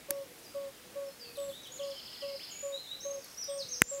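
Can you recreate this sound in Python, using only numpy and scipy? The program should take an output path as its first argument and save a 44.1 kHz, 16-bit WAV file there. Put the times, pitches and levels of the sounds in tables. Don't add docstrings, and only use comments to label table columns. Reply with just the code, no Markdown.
import sys
import numpy as np
from scipy import signal
from scipy.fft import rfft, irfft
from scipy.io import wavfile
from scipy.ndimage import uniform_filter1d

SR = 44100
rng = np.random.default_rng(int(sys.argv[2]) if len(sys.argv) > 2 else 0)


def wav_record(signal):
    frames = np.transpose(np.atleast_2d(signal))
    bounded = np.clip(frames, -1, 1)
    quanta = np.round(bounded * 32767).astype(np.int16)
    wavfile.write(sys.argv[1], SR, quanta)


def invert_db(level):
    return 10 ** (np.asarray(level, dtype=float) / 20)


N = 176400

# [f/Hz, density/dB]
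AIR_SPECTRUM = [(25, -5), (55, -18), (140, -12), (280, -8.5), (480, -11.5), (1000, -17.5), (2500, -17.5),
                (15800, -24.5)]
# [start t/s, f/Hz, level/dB]
HOOTS = [(.086, 563.6, -37), (0.543, 562.6, -37), (.952, 563.4, -37), (1.37, 565.5, -36.5),
         (1.79, 564, -36.5), (2.22, 563, -37.5), (2.625, 563.7, -36.5), (3.047, 563.6, -37),
         (3.479, 563.5, -37), (3.91, 561, -37)]
# [t after start/s, level/dB, octave partial level/dB]
HOOT_COURSE = [
    (0, -19.5, -11),
    (.01, -2, -19.5),
    (.025, -0.5, -20.5),
    (.085, -4, -19.5),
    (.135, -4, -27),
    (0.151, -13, -13.5),
    (.168, -24, -32),
]
TOOTH_TIMES = [.1061, .1066, .1073, .1078, .1083, .1088, .1096]
# [level/dB, share of dull body as a factor]
TOOTH_HITS = [
    (-26.5, 0.045),
    (-20, .1),
    (-13.5, 0.47),
    (-25, 0.35),
    (-19, 0.1),
    (-25.5, 0.24),
    (-31.5, 2.1),
]
# [f/Hz, width/Hz, level/dB]
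BARREL_MODES = [(332, 70, -15.5), (890, 290, -13.5), (1680, 320, -9.5), (2250, 580, -9.5), (4600, 840, -7),
                (7100, 670, -8.5), (9600, 800, -5), (11140, 520, -2.5), (13300, 700, -7.5),
                (15400, 800, -7)]
# [start t/s, length/s, from f/Hz, to f/Hz, level/dB]
FAR_WHISTLES = [(.11, 0.025, 5590, 5280, -59), (1.06, 0.0334, 5550, 5050, -59),
                (1.1, 0.015, 4420, 4200, -60), (2.08, 0.15, 1932, 1965, -67),
                (2.26, 0.03, 2246, 2110, -58.5), (2.5, 0.137, 2250, 2370, -65),
                (2.64, 0.039, 8320, 8500, -66), (3.27, 0.057, 8740, 8070, -66),
                (3.22, 0.048, 4680, 4240, -59), (3.47, 0.044, 3960, 3080, -56.5),
                (1.63, 0.011, 6650, 5180, -55), (1.95, 0.031, 3118, 3125, -57)]
# [start t/s, length/s, level/dB]
MOTOR_RUNS = [
    (.2, 0.42, -69.5),
    (1.227, 0.41, -65.5),
    (2.22, 0.56, -71.5),
    (3.23, 0.25, -68),
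]
# [start t/s, length/s, from f/Hz, to f/Hz, level/dB]
FAR_TOADS = [
    (.24, 0.17, 511, 456, -63),
    (.79, 0.12, 507, 488, -65.5),
    (.92, 0.13, 492, 467, -63.5),
    (1.18, 0.17, 482, 470.7, -59),
    (1.69, 0.087, 505, 523, -61.5),
    (2.93, 0.13, 551, 515, -67),
    (3.06, 0.12, 487, 469, -63),
    (3.64, 0.36, 505.5, 470, -62),
]
# [level/dB, path of (t/s, f/Hz)]
WARBLER_PHRASES = [(-58, [(.437, 6600), (.45, 5200), (.465, 4850), (.505, 4730)]), (-53.5, [(1.354, 4410),
                   (1.366, 3590), (1.376, 3450)]), (-57.5, [(1.378, 3290), (1.384, 2784), (1.391, 3540),
                   (1.41, 3730)]), (-55, [(1.49, 4550), (1.501, 3620), (1.52, 3260)]), (-54, [(1.522, 2790),
                   (1.53, 3440), (1.575, 3910), (1.615, 3860)]), (-55, [(1.632, 3800), (1.645, 3850),
                   (1.66, 3170), (1.67, 2890), (1.678, 3510), (1.7, 3490)]), (-53, [(1.78, 4400),
                   (1.79, 3920)]), (-50, [(1.792, 3640), (1.806, 3070), (1.812, 2770)]),
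                   (-51, [(1.815, 2615), (1.822, 3040), (1.834, 3500)]), (-50.5, [(2.21, 3384),
                   (2.232, 2815), (2.25, 2600)]), (-52, [(2.394, 1900), (2.403, 2695), (2.415, 3280),
                   (2.437, 3720)])]
# [level/dB, path of (t/s, f/Hz)]
NEAR_SONG = [(-52, [(1.195, 5200), (1.215, 4750), (1.25, 4540), (1.285, 4330)]), (-56.5, [(1.37, 8140),
             (1.42, 7860), (1.455, 7560), (1.475, 7450)]), (-49, [(1.71, 6450), (1.73, 6800), (1.745, 7110),
             (1.76, 6820), (1.775, 6180)]), (-48, [(2.503, 7600), (2.52, 6600), (2.54, 6720)]),
             (-48, [(2.525, 6680), (2.57, 6840), (2.67, 7100)]), (-45, [(2.72, 3680), (2.76, 3910),
             (2.81, 4225)]), (-47, [(2.868, 3480), (2.91, 3803), (2.945, 3970), (2.97, 4080)]),
             (-42.5, [(3.004, 5240), (3.012, 6130), (3.025, 6385), (3.11, 6455)]), (-41, [(3.372, 5250),
             (3.38, 5794), (3.415, 5880), (3.445, 4650)]), (-51, [(3.49, 8640), (3.5, 8230), (3.56, 8680)]),
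             (-44.5, [(3.576, 5200), (3.58, 6670), (3.587, 6000)]), (-41.5, [(3.586, 5880), (3.592, 5280),
             (3.605, 4600), (3.632, 3650)]), (-39, [(3.685, 5440), (3.695, 6430), (3.72, 6363),
             (3.755, 4830)]), (-43, [(3.835, 7100), (3.87, 7100), (3.9, 7600), (3.935, 7200),
             (3.955, 6200)])]
# [start t/s, length/s, from f/Hz, to f/Hz, level/dB]
WARBLER_STROKES = [(1.21, 0.13, 2800, 2414, -63.5), (1.912, .016, 3700, 2700, -51),
                   (1.997, 0.012, 3700, 2650, -51), (2.077, 0.013, 3750, 2600, -49.5),
                   (2.124, 0.014, 3300, 2700, -52), (2.157, .014, 3800, 2650, -51.5),
                   (2.053, .014, 2700, 3500, -55), (1.963, .016, 3250, 2900, -54),
                   (2.495, 0.013, 3250, 2650, -52), (2.515, 0.017, 3350, 2600, -52),
                   (2.91, 0.021, 2590, 3200, -60), (2.545, .04, 2900, 2200, -61),
                   (1.24, .015, 3000, 3740, -59)]
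# [t/s, level/dB, length/s]
LENS_TICKS = [
    (1.37, -45, 0.0019),
    (1.4, -48, 0.0034),
    (1.51, -53, 0.0043),
    (1.67, -49.5, 0.0069),
    (3.24, -48.5, 0.01),
    (3.441, -44, 0.0039),
]
# [f/Hz, level/dB]
TICK_COLOUR = [(250, 3), (800, -3.5), (2000, -5), (4000, -3), (7000, -4), (8700, -13), (11300, 4.5),
               (15500, -17)]
# [f/Hz, width/Hz, level/dB]
BUTTON_MODES = [(1620, 230, 2), (1990, 320, 6), (2400, 710, 1), (5700, 430, -27), (7600, 640, 2.5),
                (10130, 3100, 6.5), (11350, 1200, -4.5), (13950, 3700, 0)]


def evened(x):
    return x / np.sqrt(np.mean(x ** 2) + 1e-20)


def read(points, hz):
    f, value = np.transpose(points)
    return np.interp(np.log(hz + 1), np.log(f + 1), value)


def add(mix, s, sound):
    part = mix[round(s * SR):][:len(sound)]
    part += sound[:len(part)]


def colour(x, points):
    return irfft(rfft(x) * invert_db(read(points, np.fft.rfftfreq(len(x), 1 / SR))), len(x))


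def passed(kind, hz, x):
    return signal.sosfilt(signal.butter(2, hz, kind, fs=SR, output="sos"), x)


def whistle(mix, db, path, soft=0.37, lean=0.57):
    s, hz = np.transpose(path)
    t = np.arange(s[0], s[-1], 1 / SR)
    progress = (t - s[0]) / (s[-1] - s[0])
    arch = abs(np.sin(np.pi * progress ** lean)) ** soft
    pitch = uniform_filter1d(np.interp(t, s, hz), size=90, mode="nearest")

    drift = uniform_filter1d(rng.standard_normal(16000), size=300)
    flutter = evened(uniform_filter1d(drift, size=300))[:len(t)]
    flutter = (flutter - flutter.mean()) * min(len(t) / SR / 0.08, 1)
    level = np.sqrt(2) * invert_db(db + 2.5 * flutter)
    add(mix, s[0], level * arch * np.sin(2 * np.pi * np.cumsum(pitch) / SR))


def glides(rows, lean=0.85):
    out = np.zeros(N)
    for start, length, from_hz, to_hz, db in rows:
        whistle(out, db, [(start, from_hz), (start + length, to_hz)], lean=lean)
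    return out


def wood(x, echo_db, t60=0.61, near_db=-2.5, direct_db=0):
    t = np.arange(SR) / SR
    near, far = rng.standard_normal((2, SR))
    near = near * invert_db(-60 * t / 0.12)
    far = far * invert_db(-60 * t / t60) * np.minimum(t / 0.016, 1)
    tail = invert_db(near_db) * near / np.linalg.norm(near) + invert_db(echo_db) * far / np.linalg.norm(far)
    return invert_db(direct_db) * x + signal.fftconvolve(x, tail)[:N]


def air():
    frames, hz = N // 256 + 5, np.fft.rfftfreq(1024, 1 / SR)
    a, b, patches = rng.standard_normal((frames, 513, 3)).T
    patches = uniform_filter1d(patches, size=14, axis=0)
    patches = evened(uniform_filter1d(patches, size=16, axis=1))
    rumble_band = np.exp(-np.log((hz + 1) / 296) ** 2 / 0.24)
    fade_db = 1.14 * np.outer(rumble_band, np.arange(frames) * 256 / SR)
    z = (a + 1j * b) * invert_db(read(AIR_SPECTRUM, hz)[:, None] + 0.88 * patches - fade_db)
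    return invert_db(-53.5) * evened(signal.istft(z, nperseg=1024, noverlap=768)[1][:N])


def near_toad():
    out, (s, level_db, octave_db) = np.zeros(N), np.transpose(HOOT_COURSE)
    t = np.arange(0, s[-1], 1 / SR)
    octave = invert_db(np.interp(t, s, octave_db))
    for start, hz, db in HOOTS:
        waver_db = evened(uniform_filter1d(rng.standard_normal(len(t)), size=900))
        shape = uniform_filter1d(invert_db(np.interp(t, s, level_db) + waver_db), size=300)
        pitch = hz - 63 * t - 13 * (t / s[-1]) ** 4
        turn = 2 * np.pi * np.cumsum(pitch) / SR
        add(out, start, np.sqrt(2) * invert_db(db) * shape * (np.sin(turn) + octave * np.sin(2 * turn)))
    return wood(out, echo_db=-21.5, t60=0.57, near_db=-24)


def gear_teeth():
    out, t = np.zeros(N), np.arange(900) / SR
    hz, width, mode_db = np.transpose(BARREL_MODES)[:, :, None]
    for s, (db, dull) in zip(TOOTH_TIMES, TOOTH_HITS):
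        detune, phase = rng.random((2, len(hz), 1))
        cycles = hz * (0.96 + 0.074 * detune) * t + phase * (hz > 4000)
        rings = invert_db(mode_db) * np.exp(-np.pi * width * t) * np.sin(2 * np.pi * cycles)
        add(out, s, invert_db(db) * (np.where(hz < 6000, dull, 1) * rings).sum(axis=0))
    return passed("high", 220, out)


def birds():
    low, near = glides(WARBLER_STROKES), near_singer()
    warbler_phrases(low)
    slow, fast, between = chip_trills()
    return (wood(near, echo_db=-1.5, direct_db=-2)
            + wood(low, echo_db=0, near_db=-9)
            + wood(glides(FAR_WHISTLES), echo_db=1.5, t60=0.4, direct_db=-4.5)
            + wood(slow, echo_db=3.5, t60=0.5, near_db=-11, direct_db=3)
            + wood(between, echo_db=3, t60=0.41, direct_db=-8)
            + wood(fast, echo_db=-2.5, near_db=-16))


def lens_motor():
    whir, t = np.zeros(N), np.arange(N) / SR
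    for s, length, db in MOTOR_RUNS:
        add(whir, s, invert_db(db) * signal.windows.tukey(round(length * SR), 0.7))
    bands = np.zeros(N)
    for hz in [10900, 11500, 9900]:
        slow = signal.lfilter([1], [1, -np.exp(-np.pi * 250 / SR)], rng.standard_normal(N))
        bands += evened(slow) * np.sin(2 * np.pi * hz * t)
    wide = evened(passed("band", [8500, 13500], rng.standard_normal(N)))
    return whir * (bands + invert_db(1.5) * wide)


def far_toads():
    return wood(glides(FAR_TOADS), echo_db=-1)


def warbler_phrases(low):
    for db, path in WARBLER_PHRASES:
        whistle(low, db, path, soft=0.29)


def near_singer():
    near = np.zeros(N)
    for db, path in NEAR_SONG:
        whistle(near, db, path, soft=0.34, lean=1.1)
    return near


def lens_ticks():
    faint = np.zeros(N)
    for s, db, length in LENS_TICKS:
        n = round(length * SR)
        add(faint, s, invert_db(db) * np.hanning(n) ** 0.42 * rng.standard_normal(1000)[:n])
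    return 2 * colour(passed("high", 4300, faint), TICK_COLOUR)


def trill(first_s, step_s, length_s, count, from_hz, to_hz, db, swell_db):
    rows = [(first_s + k * step_s, length_s, from_hz, to_hz, db + k * swell_db) for k in range(count)]
    return glides(rows, lean=0.55)


def chip_trills():
    slow = trill(1.831, 0.0752, 0.024, 9, from_hz=5447, to_hz=3904, db=-53, swell_db=0.5)
    fast = trill(3.129, 0.0307, 0.007, 8, from_hz=6048, to_hz=4550, db=-54, swell_db=0.6)
    between = trill(1.868, 0.075, 0.022, 9, from_hz=5300, to_hz=3950, db=-56, swell_db=0.5)
    return slow, fast, between


def button():
    out, t = np.zeros(N), np.arange(900) / SR
    add(out, 3.642, invert_db(-49) * np.hanning(900) * np.sin(2 * np.pi * 133 * t))

    snap_s, snap_db, push_db = 3.8192, -0.5, -13
    body_s = snap_s + 0.000058
    rings = []
    for hz, width, db in BUTTON_MODES:
        decay = np.exp(-np.pi * width * t)
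        rings.append(invert_db(db) * (width / 900) * decay * np.sin(2 * np.pi * hz * t))
    add(out, snap_s, -invert_db(snap_db) * sum(rings[3:]))
    add(out, body_s, invert_db(snap_db) * sum(rings[:3]))
    add(out, snap_s + 0.00235, invert_db(-30) * rings[1])

    add(out, body_s - 900 / SR, -invert_db(push_db) * np.exp(-t[::-1] / 0.00066))
    rebound = np.sin(np.pi * np.minimum(t / 0.0066, 1)) ** 2
    add(out, body_s, invert_db(push_db - 1.5) * (np.exp(-t / 0.0035) - 0.38 * rebound))
    return out


def scene():
    edge = signal.firwin(401, 15800, window=("kaiser", 9), fs=SR)
    pond = near_toad() + far_toads() + birds() + air()
    camera = lens_ticks() + lens_motor() + gear_teeth() + button()
    return (signal.oaconvolve(pond, edge, "same") + camera)[None]


def low_pass(x):
    return signal.sosfilt(signal.butter(12, 17350, fs=SR, output="sos"), x)


def record(dry):
    dry = signal.sosfilt(signal.butter(3, 50.5, "high", fs=SR, output="sos"), dry)
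    power_db = 10 * np.log10(abs(uniform_filter1d(dry[0] ** 2, size=200)) + 1e-12)
    fall_db = np.arange(N) * 132 / SR
    held_peak_db = np.maximum.accumulate(power_db + fall_db) - fall_db
    over_db = np.maximum(held_peak_db + 15.5, 0)
    late_db = np.concatenate([np.zeros(220), over_db])[:N]
    ducked = dry / invert_db(0.48 * late_db)
    ceiling = 0.76
    held = ceiling * np.tanh(ducked / ceiling)
    edge = signal.firwin(401, 16700, window=("kaiser", 9), fs=SR)
    return low_pass(signal.oaconvolve(held, edge[None], "same"))


dry = scene()
out = record(dry)
wav_record(out)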